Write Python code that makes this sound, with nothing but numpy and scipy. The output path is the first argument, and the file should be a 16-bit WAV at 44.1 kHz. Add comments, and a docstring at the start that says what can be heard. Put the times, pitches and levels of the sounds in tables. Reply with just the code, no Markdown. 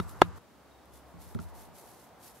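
"""Two dry knocks, light then hard: a wooden mallet hits a leather strap lying on a mossy log.
The log's damped modes ring briefly and each blow jolts the microphone stand into a low thump.
The scene cuts to a close-up: fingers rub and flex the stitched strap, skin hissing over the grain,
stitches and nails ticking, and bump the stand a few times.
Behind it all are the low rush of a forest and faint, thin bird whistles."""
import sys
import numpy as np
from scipy import signal
from scipy.fft import rfft, irfft
from scipy.io import wavfile

SR = 44100
rng = np.random.default_rng(int(sys.argv[2]) if len(sys.argv) > 2 else 0)


def output_pcm(signal):
    """Save a mono or channel-first signal as 16-bit PCM at the path in sys.argv[1].

    Samples are clipped to [-1, 1] before scaling.
    """
    pcm = np.clip(np.atleast_2d(signal).T, -1, 1) * 32767
    wavfile.write(sys.argv[1], SR, np.round(pcm).astype(np.int16))


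N = 105840
T = np.arange(N) / SR
CUT_S, CROSSFADE_S = 0.386, 0.004   # from the wide scene to the close-up
LOW_CUT_HZ, HIGH_CUT_HZ, OVERLOAD_LEVEL = 48, 15700, 0.93


def from_db(db):
    return 10 ** (np.asarray(db) / 20)


def unit_rms(x):
    return x / np.sqrt(np.mean(x ** 2) + 1e-20)


def at_hz(points, hz):
    freqs, values = np.transpose(points)
    return np.interp(np.log(hz), np.log(freqs), values)


def panned(x, left_db):
    return x * from_db(np.array([[left_db], [-left_db]]) / 2)


def attack(start, rise):
    """A smooth rise from 0 to 1."""
    return 1 - np.exp(-np.maximum(T - start, 0) / rise)


def decay(start, t60):
    """Silence, then an exponential fall from 1."""
    return (T >= start) * np.exp(-np.log(1000) * np.clip((T - start) / t60, 0, 10))


def ring(start, hz, t60):
    """One struck mode."""
    return decay(start, t60) * np.sin(2 * np.pi * hz * (T - start))


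def band(x, hz):
    """Two octaves about a centre; rms 1."""
    edges = [hz / 2, min(hz * 2, SR / 2 - 1000)]
    return unit_rms(signal.sosfilt(signal.butter(2, edges, "band", fs=SR, output="sos"), x))


def noise(hz, shape=N):
    return band(rng.standard_normal(shape), hz)


def stereo_noise(spectrum, correlation):
    """Noise with a given colour and left-right correlation; rms 1."""
    hz = np.maximum(np.fft.rfftfreq(N, 1 / SR), 1)
    colour = from_db(at_hz(spectrum, hz)) * (hz < HIGH_CUT_HZ)
    mid, side = rfft(rng.standard_normal((2, N))) * colour
    alike = np.clip(at_hz(correlation, hz), -1, 1)
    return unit_rms(irfft(np.sqrt(1 + alike) * mid + np.sqrt(1 - alike) * side * [[1], [-1]], N))


# Mallet hits (time [s], gain [dB], position [0 = the log's soft spot, 1 = its edge])
BLOWS = [(0.0, -16.5, 1), (0.2176, 1.5, 0.21)]
def mallet():
    """Each blow: a woody body, a bright crack, width from the ground and a tail from the trees."""
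    out = 0
    for start, db, edge in BLOWS:
        body = wood_body(start, edge) * attack(start, rise=0.0007)   # the leather cushions the contact
        crack = from_db(-20) * noise(hz=7100) * decay(start, t60=0.0096) * attack(start, rise=0.0014)
        tree_scatter = from_db(-40) * noise(hz=1430, shape=(2, N)) * decay(start, t60=0.11)
        ground_bounce = from_db(-23.5) * noise(hz=1200) * decay(start, t60=0.048) * [[1], [-1]]
        out += from_db(db) * (panned(body + crack, left_db=1) + tree_scatter + ground_bounce)
    return out


# Modes of mallet and log (pitch [Hz], level at the soft spot [dB], change at the edge [dB], t60 [s])
WOOD_MODES = [(189, -26, 19.5, 0.026), (363, -6, 1.5, .024), (556, -2.5, -16.5, 0.016),
              (744, 8.5, -21, 0.0082), (1027, -1.5, -11, 0.015), (1299, -3.5, 1, 0.016),
              (1620, -7.5, -15, 0.02), (2012, -10, -2.5, .01), (2830, -15, 0.5, .008),
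              (3464, -13, -2.5, 0.01153), (3776, -44, 14.5, 0.063), (4380, -24.5, 2, .015),
              (5470, -22.5, 2, 0.01), (6470, -30.5, -1.5, 0.016), (7610, -34, -1, 0.015)]
def wood_body(start, edge):
    """Heavily damped wood modes, balanced by where the blow lands."""
    inverted = (0, 1, 3, 8)   # these modes start by moving away from the microphone
    return sum((-1 if k in inverted else 1) * from_db(db + edge * edge_db) * ring(start, hz, t60)
               for k, (hz, db, edge_db, t60) in enumerate(WOOD_MODES))


# Jolts to the stand (time [s], gain [dB], tilt about 100 Hz [dB/octave], push time [s])
STAND_JOLTS = [(0.002, -30.5, 2, 0.0011), (0.228, -28.5, 6, 0.0101), (0.885, -55.5, -12, .015),
               (1.138, -38, 7.5, 0.023), (1.265, -45.5, -2, 0.0066), (1.3501, -30, 1.5, 0.0015),
               (1.3585, -39, 11, 0.0015), (1.3925, -45.5, 12.5, 0.0014), (1.405, -36.5, -10.5, 0.0047),
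               (1.55, -57, 9, 0.0086), (1.68, -46.5, 8.5, 0.023)]
# Stand modes (pitch [Hz], left gain [signed], right gain [signed], t60 [s])
STAND_MODES = [(63.2, .62, -0.6, 1), (79, 1, -0.46, 0.33), (95, 0.7, 0.046, 0.26),
               (122.4, 0.54, -0.72, 0.17), (173.9, 0.35, 0.41, 0.22), (200.4, 0.17, 1.96, 0.038),
               (232, -0.14, 0.21, 0.216), (308.6, .05, 0.1, 0.103), (368, .07, .14, 0.05),
               (630, -0.043, .04, 0.052)]
def stand_thumps(since, until):
    """The jolted stand rings low and rocks the two capsules, mostly against each other."""
    out = np.zeros((2, N))
    for start, db, tilt_db, push in STAND_JOLTS:
        if since <= start < until:
            for hz, left, right, t60 in STAND_MODES:
                gain = from_db(db + tilt_db * np.log2(hz / 100))
                out += gain * ring(start, hz, t60) * attack(start, push) * [[left], [right]]
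    return out


# Finger strokes (peak time [s], rise [s], fall [s], level [dB])
FINGER_STROKES = [(0.028, 0.09, 0.018, -61), (0.097, 0.019, 0.032, -58.5), (0.26, 0.15, 0.024, -67),
                  (0.375, 0.017, 0.01, -64.5), (0.95, 0.017, 0.038, -61), (1.10, .03, 0.02, -72.5),
                  (1.229, 0.022, 0.018, -57), (1.28, 0.036, 0.049, -60.5), (1.418, 0.014, 0.026, -59),
                  (1.495, 0.019, 0.012, -66), (1.559, 0.014, 0.022, -60.5), (1.605, 0.026, 0.046, -58),
                  (1.779, 0.025, 0.043, -56.5), (1.885, 0.043, 0.075, -60), (2.02, 0.042, 0.043, -62.5),
                  (2.262, 0.035, 0.041, -54.5), (2.37, 0.025, 0.022, -61)]
# Colour of skin on leather (frequency [Hz], relative density [dB])
RUB_COLOUR = [(1500, -8), (2500, -6.5), (4000, -2.5), (6300, -1), (8000, -1.5), (11000, 1.5), (12500, 1),
              (15500, -10.5)]
# Stereo image of the rub (frequency [Hz], left-right correlation [0-1])
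RUB_IMAGE = [(1500, 1), (6000, 0.26), (14000, 0.5)]
def leather_rub():
    """Skin slides over leather: a fine hiss with tiny catches of the grain, swelling with each stroke."""
    squareness = 2.1   # 2 is a bell-shaped stroke; more starts and stops it more abruptly
    wobble_db, catches_per_s, catch_spread_db = 1.5, 2800, 3.5
    power = 0
    for peak, rise, fall, db in FINGER_STROKES:
        from_peak = np.abs(T - peak) / np.where(T < peak, rise, fall)
        power += from_db(db) ** 2 * np.exp(-from_peak ** squareness)
    uneven_pressure = from_db(wobble_db * noise(hz=45))
    catches = (rng.random(N) < catches_per_s / SR) * rng.choice([-1, 1], N)
    strength = from_db(catch_spread_db * np.minimum(rng.exponential(1, N), 5))
    grain = from_db(-19) * band(catches * strength, hz=7880)
    hiss = stereo_noise(RUB_COLOUR, RUB_IMAGE)
    return np.sqrt(power) * uneven_pressure * (hiss + grain)


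# Ticks on the strap (time [s], level [dB], centre [Hz], t60 [s], pan to the left [dB])
STRAP_TICKS = [(0.093, -47.5, 8300, 0.026, -2), (0.2142, -40, 2180, 0.03, -2.4),
               (0.856, -61, 8000, 0.013, 6), (1.347, -45.5, 1780, 0.014, -1.5),
               (1.3475, -52.5, 6900, 0.02, -7), (1.389, -47.5, 1480, 0.023, 6),
               (1.40, -56.5, 4500, 0.03, -6), (2.09, -61, 4130, 0.01, 3)]
def strap_ticks():
    """Dry ticks: the mallet's first touch just before the hard knock, and stitches and nails
    as the strap is handled."""
    return sum(panned(from_db(db) * noise(hz) * decay(start, t60), left_db)
               for start, db, hz, t60, left_db in STRAP_TICKS)


# Light taps on the stand (time [s], level [dB])
STAND_TAPS = [(1.3505, -48.5), (1.3904, -39.5)]
# Ring of one tap (pitch [Hz], relative level [dB], t60 [s])
TAP_RING = [(1276, -2, 0.028), (1366, -1, 0.04), (2250, -15, 0.026), (2930, -28, .018)]
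def stand_taps():
    """Small hard contacts ring briefly on top of the close-up's biggest bump."""
    return sum(from_db(db + mode_db) * ring(start, hz, t60)
               for start, db in STAND_TAPS for hz, mode_db, t60 in TAP_RING)


# Distant bird notes (time [s], length [s], pitch [Hz], level [dB])
BIRD_NOTES = [(0.045, 0.057, 7900, -64), (0.681, 0.17, 3770, -71.5), (0.913, .09, 3490, -72)]
def birds():
    """Thin, pulsing whistles that waver in pitch, start quickly and fade."""
    waver_hz, attack_s, pulses_per_s, pulse_depth = 18, 0.03, 30.6, 0.63
    out = 0
    for start, length, hz, db in BIRD_NOTES:
        age = T - start
        pitch = hz + waver_hz * noise(hz=60)
        envelope = np.clip(age / attack_s, 0, 1) * np.sqrt(np.clip(1 - age / length, 0, 1))
        pulse = 1 + pulse_depth * np.sin(2 * np.pi * pulses_per_s * age)
        out += from_db(db) * envelope * pulse * np.sin(2 * np.pi * np.cumsum(pitch) / SR)
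    return out


# Fader ride of the far rush (time [s], level [dB])
RUSH_RIDE = [(0.5, -78.5), (0.7, -63.5), (0.95, -63.5), (1.15, -58), (1.32, -58), (1.6, -54.5), (1.75, -59),
             (1.85, -55.5), (2.03, -61), (2.25, -57.5), (2.4, -60)]
# Colour of the rush (frequency [Hz], relative density [dB])
RUSH_COLOUR = [(100, -3), (220, -3.5), (400, -6), (700, 2.5), (930, 0), (1400, -12.5), (2000, -14.5),
               (2800, -25.5), (5000, -33)]
# Fader ride of the distant rumble (time [s], level [dB])
RUMBLE_RIDE = [(0.4, -69.5), (0.8, -62.5), (1.2, -65), (1.7, -73), (2.4, -71.5)]
# Colour of the rumble (frequency [Hz], relative density [dB])
RUMBLE_COLOUR = [(35, -33), (56, -4), (69, 17.5), (80, -28), (110, -42)]
def far_forest():
    """A far rush and a low rumble swell and ebb behind the close-up."""
    rush = from_db(np.interp(T, *np.transpose(RUSH_RIDE))) * forest_noise(RUSH_COLOUR)
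    rumble = from_db(np.interp(T, *np.transpose(RUMBLE_RIDE))) * forest_noise(RUMBLE_COLOUR)
    return rush + rumble


# Colour of the air in the wide scene (frequency [Hz], relative density [dB])
WIDE_AIR_COLOUR = [(30, 2), (90, 5.5), (230, -3), (600, -5.5), (1150, -1), (1600, -9), (2300, -19),
                   (3400, -23), (7000, -26), (13000, -35.5), (15500, -43)]
# Colour of the air in the close-up (frequency [Hz], relative density [dB])
CLOSE_AIR_COLOUR = [(30, -28), (50, -21), (100, -7), (250, -4.5), (500, -7), (900, -10), (1300, -12.5),
                    (2300, -21), (4500, -24.5), (8000, -29), (15500, -31.5)]
def forest_air():
    """Two steady, dark beds of air: one for the wide scene, a quieter one for the close-up."""
    return from_db(-50) * forest_noise(WIDE_AIR_COLOUR), from_db(-59) * forest_noise(CLOSE_AIR_COLOUR)


# Stereo image of the forest (frequency [Hz], left-right correlation [0-1])
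FOREST_IMAGE = [(60, 0.58), (150, 0.58), (400, 0.74), (1000, 0.74), (2400, 0.56), (6000, 0.13), (14000, .1)]
def forest_noise(colour):
    """Outdoor noise, fairly centred in the lows and mids, wide in the treble."""
    return stereo_noise(colour, FOREST_IMAGE)


def scene():
    """The wide scene cuts to the close-up; rubbing, ticks and birds run through both."""
    wide_air, close_air = forest_air()
    wide = mallet() + stand_thumps(0, CUT_S) + wide_air
    close = stand_thumps(CUT_S, np.inf) + stand_taps() + far_forest() + close_air
    cut = np.clip((T - CUT_S) / CROSSFADE_S + 0.5, 0, 1)
    return (1 - cut) * wide + cut * close + leather_rub() + strap_ticks() + birds()


def record(dry):
    """The deepest bass is rolled off, the hard blow overloads the input, the top is cut."""
    low_cut = signal.butter(2, LOW_CUT_HZ, "high", fs=SR, output="sos")
    high_cut = signal.ellip(10, 0.1, 70, HIGH_CUT_HZ, fs=SR, output="sos")
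    overloaded = np.clip(signal.sosfilt(low_cut, dry), -OVERLOAD_LEVEL, OVERLOAD_LEVEL)
    return signal.sosfilt(high_cut, overloaded)


dry = scene()
out = record(dry)
output_pcm(out)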